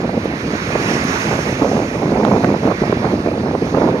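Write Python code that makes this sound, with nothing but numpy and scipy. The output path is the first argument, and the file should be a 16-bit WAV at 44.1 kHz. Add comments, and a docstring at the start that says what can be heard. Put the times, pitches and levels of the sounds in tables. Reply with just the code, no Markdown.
"""Lumpy gusts of wind thump the microphone, with surf hissing on a rocky shore behind them.
About a second in, a wave breaks to the right; foam washes up the rock and a few drops splash.
The surf is countless bubbles merged into churning noise: a roar, a fizz of spray and a hiss of foam.
The wind is turbulence tumbling over the microphone's ports, louder and brighter in each gust.
Single eddies land as buffets and sharp pops; the hardest pops overload the right channel."""
import sys
import numpy as np
from scipy import signal
from scipy.fft import rfft, irfft
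from scipy.io import wavfile
from scipy.ndimage import uniform_filter1d, minimum_filter1d

SR = 44100
rng = np.random.default_rng(int(sys.argv[2]) if len(sys.argv) > 2 else 0)


def to_wav(sig):
    """Store sig (one row per channel, or 1-D mono) as 16-bit WAV at the path in sys.argv[1].

    Samples outside -1..1 are clipped; the rate is SR.
    """
    pcm = np.clip(np.atleast_2d(sig), -1, 1) * 32767
    pcm = np.round(pcm).astype(np.int16)
    wavfile.write(sys.argv[1], SR, pcm.T)  # frames by channels


N = 176400

# Fader moves for the foam on the rock, the breaking waves and the spray they throw up.
# Each row: time in seconds, level in dB.
FOAM_LEVEL = [(0, -4.5), (.6, -0.5), (1.5, -1), (2, -5), (2.4, -2), (2.95, -1.5), (3.2, -2.5), (3.5, -4),
              (3.8, -2), (4, -3.5)]
BREAKER_LEVEL = [(0, -18.5), (.3, -12), (.65, -6.5), (.9, 0.5), (1.03, -2), (1.17, 1.5), (1.4, -5),
                 (1.65, -9.5), (2.05, -12.5), (2.6, -14.5), (2.88, -10), (3.08, -13), (3.2, -22),
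                 (3.5, -27), (4, -36)]
SPRAY_LEVEL = [(0, -20), (.35, -16), (.6, -8.5), (.77, -4.5), (.88, 1.5), (1.02, -1.5), (1.17, 1),
               (1.38, -3.3), (1.45, -.3), (1.58, -7), (1.66, -5), (1.85, -7.5), (2.1, -11), (2.4, -10),
               (2.55, -13.5), (3.1, -16.5), (3.45, -25), (3.66, -13.5), (3.82, -16), (4, -23)]
# The tone of those three layers. Each row: frequency in Hz, noise density in dB per Hz.
FOAM_HISS = [(20, -102), (130, -59.5), (300, -53), (700, -63), (1100, -58), (1600, -59), (2400, -60.5),
             (3100, -71.5), (4300, -69), (6500, -77.5), (7200, -84.5), (8600, -86.5), (12000, -94.5),
             (13300, -104), (15000, -116)]
BREAKER_ROAR = [(20, -95), (130, -68), (300, -58.5), (700, -54.5), (1000, -52), (1400, -51), (2450, -52),
                (3100, -63.5), (4200, -68), (6000, -77), (9000, -100), (15000, -120)]
SPRAY_FIZZ = [(20, -120), (2500, -72), (4200, -76.5), (5200, -64), (6500, -64), (7100, -71.5),
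              (8600, -78.5), (12000, -85.5), (13300, -94), (15000, -107)]
# Stereo images of the surf and of the wind, from which the left port is sheltered. Each row:
# frequency in Hz, left level against right in dB, left phase lead in radians, likeness from 0 to 1.
SURF_IMAGE = [(100, 0, 0, .999), (250, -1, 0, .99), (550, -4.5, -.1, .88), (850, -7, -1.0, .45),
              (1150, -9.5, -3.0, .25), (1500, -9.5, -2.8, .72), (2500, -11.3, -2.45, .78),
              (3200, -6, -2.9, .45), (4200, -6.6, -4.2, .42), (6300, -10, -5.4, .62),
              (8500, -2.5, -7.5, .2), (12000, .2, -6.2, .5)]
WIND_IMAGE = [(90, 0, 0, .9998), (160, -.4, .02, .9995), (250, -1.3, .04, .999), (500, -4.9, .12, .992),
              (800, -10, .4, .96), (1200, -15, .95, .8), (2500, -16, 1.6, .3)]
# Drops landing nearby. Each row: time of the peak in seconds, level before panning in dB.
DROP_HITS = [(.247, -49), (1.04, -39), (3.66, -54)]
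# The rise and fall of the gusts. Each row: time in seconds, wind strength in dB.
GUSTS = [(0, -7), (.16, -12), (.21, -18.5), (.3, -8), (.41, -26.5), (.47, -7.5), (.5, -15), (.54, -9.5),
         (.6, -27), (.68, -10.5), (.8, -11.5), (.92, -3.5), (1.05, -15), (1.22, -20), (1.32, 2.5),
         (1.42, -20), (1.47, -6.5), (1.59, -17), (1.62, 3.5), (1.72, -1), (1.81, -2), (1.88, -14.5),
         (2.05, -1), (2.15, 1), (2.25, 4.5), (2.46, 6.5), (2.57, -2.5), (2.595, -22), (2.64, 1.5),
         (2.71, 5.5), (2.77, -20), (2.81, -17), (2.85, -5.5), (2.95, -9), (3.0, -6.5), (3.05, 4),
         (3.15, -9), (3.21, -9), (3.28, -2.5), (3.36, -7), (3.47, 0.5), (3.59, -15), (3.66, -6.5),
         (3.71, -5.5), (3.745, 6), (3.83, 2.5), (3.92, 1), (4, -8)]
# The wind's basic tone at the right port. Each row: frequency in Hz, noise density in dB per Hz.
WIND_TONE = [(10, -110), (25, -82), (40, -83), (62, -53), (100, -46.5), (160, -43.5), (240, -40),
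             (350, -43), (550, -44.5), (950, -50.5), (1400, -63), (2200, -75.5), (3200, -106), (7000, -110)]
# How hard the wind drives each band. Each row: centre in Hz, dB per dB of gust, dB per dB of eddy.
BAND_DRIVE = [(59.6, 0.05, 1.4), (160, 0.37, 0.3), (350, 0.5, 1.37), (870, 0.86, 2.16), (1800, 1.24, 5)]
# Thumps from single large eddies. Each row: time in seconds, peak of the push in dB, centre in Hz,
# level of the puff in dB, half length of the puff in seconds.
BUFFET_HITS = [(.0266, -14, 290, -19.5, 0.013), (.0369, -9, 364, -21, 0.0034),
               (.095, -17, 555, -18.5, 0.0059), (.146, -19, 523, -19, 0.0088),
               (.175, -0.5, 292, -10.5, 0.0058), (0.2572, -5.5, 326, -13, 0.0028),
               (.4507, -14, 310, -25, 0.0025), (0.5386, -4, 320, -18.5, 0.017),
               (0.7565, 7, 520, -10, 0.004), (1.0534, -13, 236, -15, 0.0033),
               (1.1453, -10, 420, -18, 0.0041), (1.315, -7, 600, -17, 0.0073), (1.391, 1, 366, -21, .003),
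               (1.528, -6, 218, -19, .004), (1.6195, -4, 330, -26, .004), (1.6344, -3.5, 320, -21, 0.0024),
               (1.6545, 3, 350, -22, 0.0036), (1.7685, -4, 634, -17, 0.0067),
               (1.7922, -2, 350, -28, 0.0036), (1.9574, -5.5, 500, -21, 0.0048),
               (2.0319, -4, 456, -15, 0.0089), (2.1288, -6, 258, -27, 0.0023),
               (2.146, -9, 750, -21, 0.0022), (2.2029, -2, 340, -18, 0.0065),
               (2.2845, -1, 500, -16, 0.0076), (2.3394, -8, 340, -19, 0.0036),
               (2.3503, -1, 360, -14, 0.0091), (2.452, -8, 240, -23, .005), (2.4749, -7, 310, -18, .003),
               (2.5158, -9, 270, -17, 0.0035), (2.6447, -4, 390, -14, 0.0026),
               (2.6892, -8, 259, -16, 0.0068), (2.7168, -2, 567, -12.5, 0.0055),
               (2.8241, 4, 270, -9.5, 0.0038), (2.839, -11, 540, -15, .005), (2.8984, -3, 240, -15, .004),
               (2.9295, 4, 377, -7, 0.0024), (3.05, -10, 615, -17, 0.0055), (3.067, -7, 514, -25, 0.0024),
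               (3.1415, 0, 270, -14.5, 0.017), (3.2636, -2, 460, -19, 0.0037),
               (3.2742, 2, 370, -16, 0.0026), (3.4069, -4.5, 470, -18, 0.0023), (3.552, 1, 390, -13, 0.01),
               (3.6254, 3.5, 256, -12, .006), (3.7491, 0, 468, -12, .0057), (3.7762, -7, 450, -25, .004),
               (3.8192, 1, 580, -13, 0.0062), (3.8423, -1, 400, -13.5, .004),
               (3.8883, -5.5, 483, -13.5, 0.01), (3.9467, -3, 332, -12.5, 0.0069)]
# Sharp pressure swings. Each row: time in seconds, peak in dB, half length in seconds.
POP_HITS = [(2.2508, 3.5, 0.0002), (2.4385, -4, .00025), (2.4454, 2.5, 0.00015), (2.926, -2.5, 0.00021)]
# Narrow dips in the microphone's treble. Each row: centre in Hz, width in Hz.
MIC_NOTCHES = [(7690, 410), (9620, 400)]

SEETHE_DB, SEETHE_HZ = 0.67, 25  # depth and rate of the flutter on a whole surf layer
CHURN_DB, CHURN_S, CHURN_HZ = 1.42, 0.061, 700  # depth, length and width of patches in churning water
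DROP_DECAY_S, DROP_HZ, DROP_OCTAVES = 0.0037, 8900, 0.35
LUMP_DB, LUMP_HZ = 0.5, 30.2  # slower lumps in a gust; BAND_DRIVE scales the depth
EDDY_DB, EDDY_HZ = 3.5, 168  # small, fast eddies; BAND_DRIVE scales the depth
EDDY_CAP = 1.15  # the strongest eddies, in standard deviations
PUSH_OCTAVES, PUFF_OCTAVES = 0.88, 0.74  # bandwidths of a buffet's two parts
GUST_CEILING, LIMITER_S = .93, .0006
LOW_CUT_HZ, HIGH_CUT_HZ = 35, 15200


def amp(db):
    """Decibels to gain."""
    return 10 ** (np.asarray(db) / 20)


def unit_rms(x):
    """Scales to rms 1."""
    return x / np.sqrt(np.mean(x ** 2) + 1e-20)


def columns_at(table, hz):
    """Each column of a table, read on a log-frequency axis."""
    table_hz, *columns = np.transpose(table)
    return [np.interp(np.log(hz + 1), np.log(table_hz), column) for column in columns]


def curve(points, t):
    """A control curve at the times t."""
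    return np.interp(t, *np.transpose(points))


def add(mix, start_s, sound):
    """Mixes a sound in at start_s, or at zero if that is earlier."""
    part = mix[max(round(start_s * SR), 0):][:len(sound)]
    part += sound[:len(part)]


def bins(size):
    """The frequencies of a spectrum, in Hz."""
    return np.fft.rfftfreq(size, 1 / SR)


def bell(size, hz, octaves):
    """A smooth bell-shaped band around one frequency."""
    return np.exp(-.5 * (np.log2((bins(size) + 1) / hz) / octaves) ** 2)


def noise_spectrum(tone):
    """The spectrum of random noise with the given tone."""
    density_db = columns_at(tone, bins(N))[0]
    return rfft(rng.standard_normal(N)) * amp(density_db) * np.sqrt(SR / 2)


def wander(hz):
    """Random modulation up to a rate, rms 1."""
    return unit_rms(irfft(rfft(rng.standard_normal(N)) / (1 + (bins(N) / hz) ** 4), N))


def burst(envelope, hz, octaves):
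    """A short puff of noise around one frequency, as strong as its envelope."""
    size = len(envelope)
    puff = irfft(bell(size, hz, octaves) * rfft(envelope * rng.standard_normal(size)), size)
    return unit_rms(puff) * np.sqrt(np.mean(envelope ** 2))


def stereo(right, unrelated, image):
    """The left port hears the right one's sound weaker, phase-shifted and partly unrelated."""
    db, phase, likeness = columns_at(image, bins(N))
    blend = likeness * rfft(right) + np.sqrt(1 - likeness ** 2) * rfft(unrelated)
    left = irfft(amp(db) * np.exp(1j * phase) * blend, N)
    return np.array([left, right])


def surf(tone, level):
    """Countless bubbles merge into a noise that churns in patches and swells with the wave."""
    bubbles = np.array([irfft(noise_spectrum(tone), N) for _ in range(2)])
    bubbles *= amp(SEETHE_DB * wander(SEETHE_HZ))
    hz, t, spectrogram = signal.stft(bubbles, SR, nperseg=512)
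    patches = rng.standard_normal((len(t), len(hz))).T
    patches = uniform_filter1d(patches, round(CHURN_S / t[1]), axis=1)
    patches = uniform_filter1d(patches, round(CHURN_HZ / hz[1]), axis=0)
    swell = amp(curve(level, t) + CHURN_DB * unit_rms(patches))
    right, unrelated = signal.istft(spectrogram * swell, SR, nperseg=512)[1][:, :N]
    return stereo(right, unrelated, SURF_IMAGE)


def drops(left_db=1, right_db=-1):
    """Spray lands on the rock with thin, short splashes."""
    out, t = np.zeros(N), np.arange(2048) / SR
    envelope = t / DROP_DECAY_S * np.exp(1 - t / DROP_DECAY_S)
    for peak_s, db in DROP_HITS:
        add(out, peak_s - DROP_DECAY_S, amp(db) * burst(envelope, DROP_HZ, DROP_OCTAVES))
    return out * amp([[left_db], [right_db]])


def turbulence(gust_db, eddy_db):
    """Pressure noise that grows louder and brighter with each gust and eddy."""
    spectrum, out = noise_spectrum(WIND_TONE), np.zeros(N)
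    log_centres = np.log([row[0] for row in BAND_DRIVE])
    for solo, (_, by_gust, by_eddy) in zip(np.eye(len(BAND_DRIVE)), BAND_DRIVE):
        crossover = np.interp(np.log(bins(N) + 1), log_centres, solo)
        band = irfft(spectrum * crossover, N)
        out += band * amp(by_gust * gust_db) * unit_rms(amp(by_eddy * eddy_db))
    return out


def buffets():
    """Single large eddies thump the microphone: one push of pressure inside a ragged puff."""
    out, t = np.zeros(N), np.arange(-2048, 2048) / SR
    for time_s, push_db, hz, puff_db, half_s in BUFFET_HITS:
        push = np.fft.fftshift(irfft(bell(len(t), hz, PUSH_OCTAVES)))
        puff = burst(np.exp(-.5 * (t / half_s) ** 2), hz, PUFF_OCTAVES)
        add(out, time_s + t[0], amp(push_db) * push / push.max() + amp(puff_db) * puff)
    return out


def pops():
    """The sharpest eddies are one quick swing of pressure, up and then down."""
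    out, t = np.zeros(N), np.arange(-256, 256) / SR
    for time_s, db, half_s in POP_HITS:
        swing = -t / half_s * np.exp(.5 - .5 * (t / half_s) ** 2)
        add(out, time_s + t[0], amp(db) * swing)
    return out


def limiter(pressure):
    """Eases the largest swings of pressure under a ceiling."""
    size = round(LIMITER_S * SR)
    gain = 1 / np.maximum(abs(pressure) / GUST_CEILING, 1)
    held = minimum_filter1d(gain, 2 * size)
    return pressure * uniform_filter1d(uniform_filter1d(held, size), size)


def wind():
    """Gusts full of small eddies strike the right port and, softened, the left."""
    gust_db = curve(GUSTS, np.arange(N) / SR) + LUMP_DB * wander(LUMP_HZ)
    eddy_db = EDDY_DB * EDDY_CAP * np.tanh(wander(EDDY_HZ) / EDDY_CAP)
    rumble, unrelated = turbulence(gust_db, eddy_db), turbulence(gust_db, eddy_db)
    right = limiter(rumble + buffets()) + pops()  # the pops bypass the limiter
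    return stereo(right, unrelated, WIND_IMAGE)


def scene():
    """A bed of breaker, spray and foam, with drops nearby and the wind up front."""
    bed = surf(BREAKER_ROAR, BREAKER_LEVEL) + surf(SPRAY_FIZZ, SPRAY_LEVEL) + surf(FOAM_HISS, FOAM_LEVEL)
    return bed + drops() + wind()


def record(dry):
    """The microphone chain: two treble notches and a low cut, overload at full scale, then a high cut."""
    hz = bins(N)
    notches = np.prod([1 - np.exp(-((hz - centre) / width) ** 2) for centre, width in MIC_NOTCHES], 0)
    low_cut = 1 / np.sqrt(1 + (LOW_CUT_HZ / (hz + 1)) ** 8)
    clipped = np.clip(irfft(rfft(dry) * notches * low_cut, N), -1, 1)
    high_cut = signal.firwin(511, HIGH_CUT_HZ, window=("kaiser", 9), fs=SR)
    return signal.oaconvolve(clipped, high_cut[None], "same")


dry = scene()
out = record(dry)
to_wav(out)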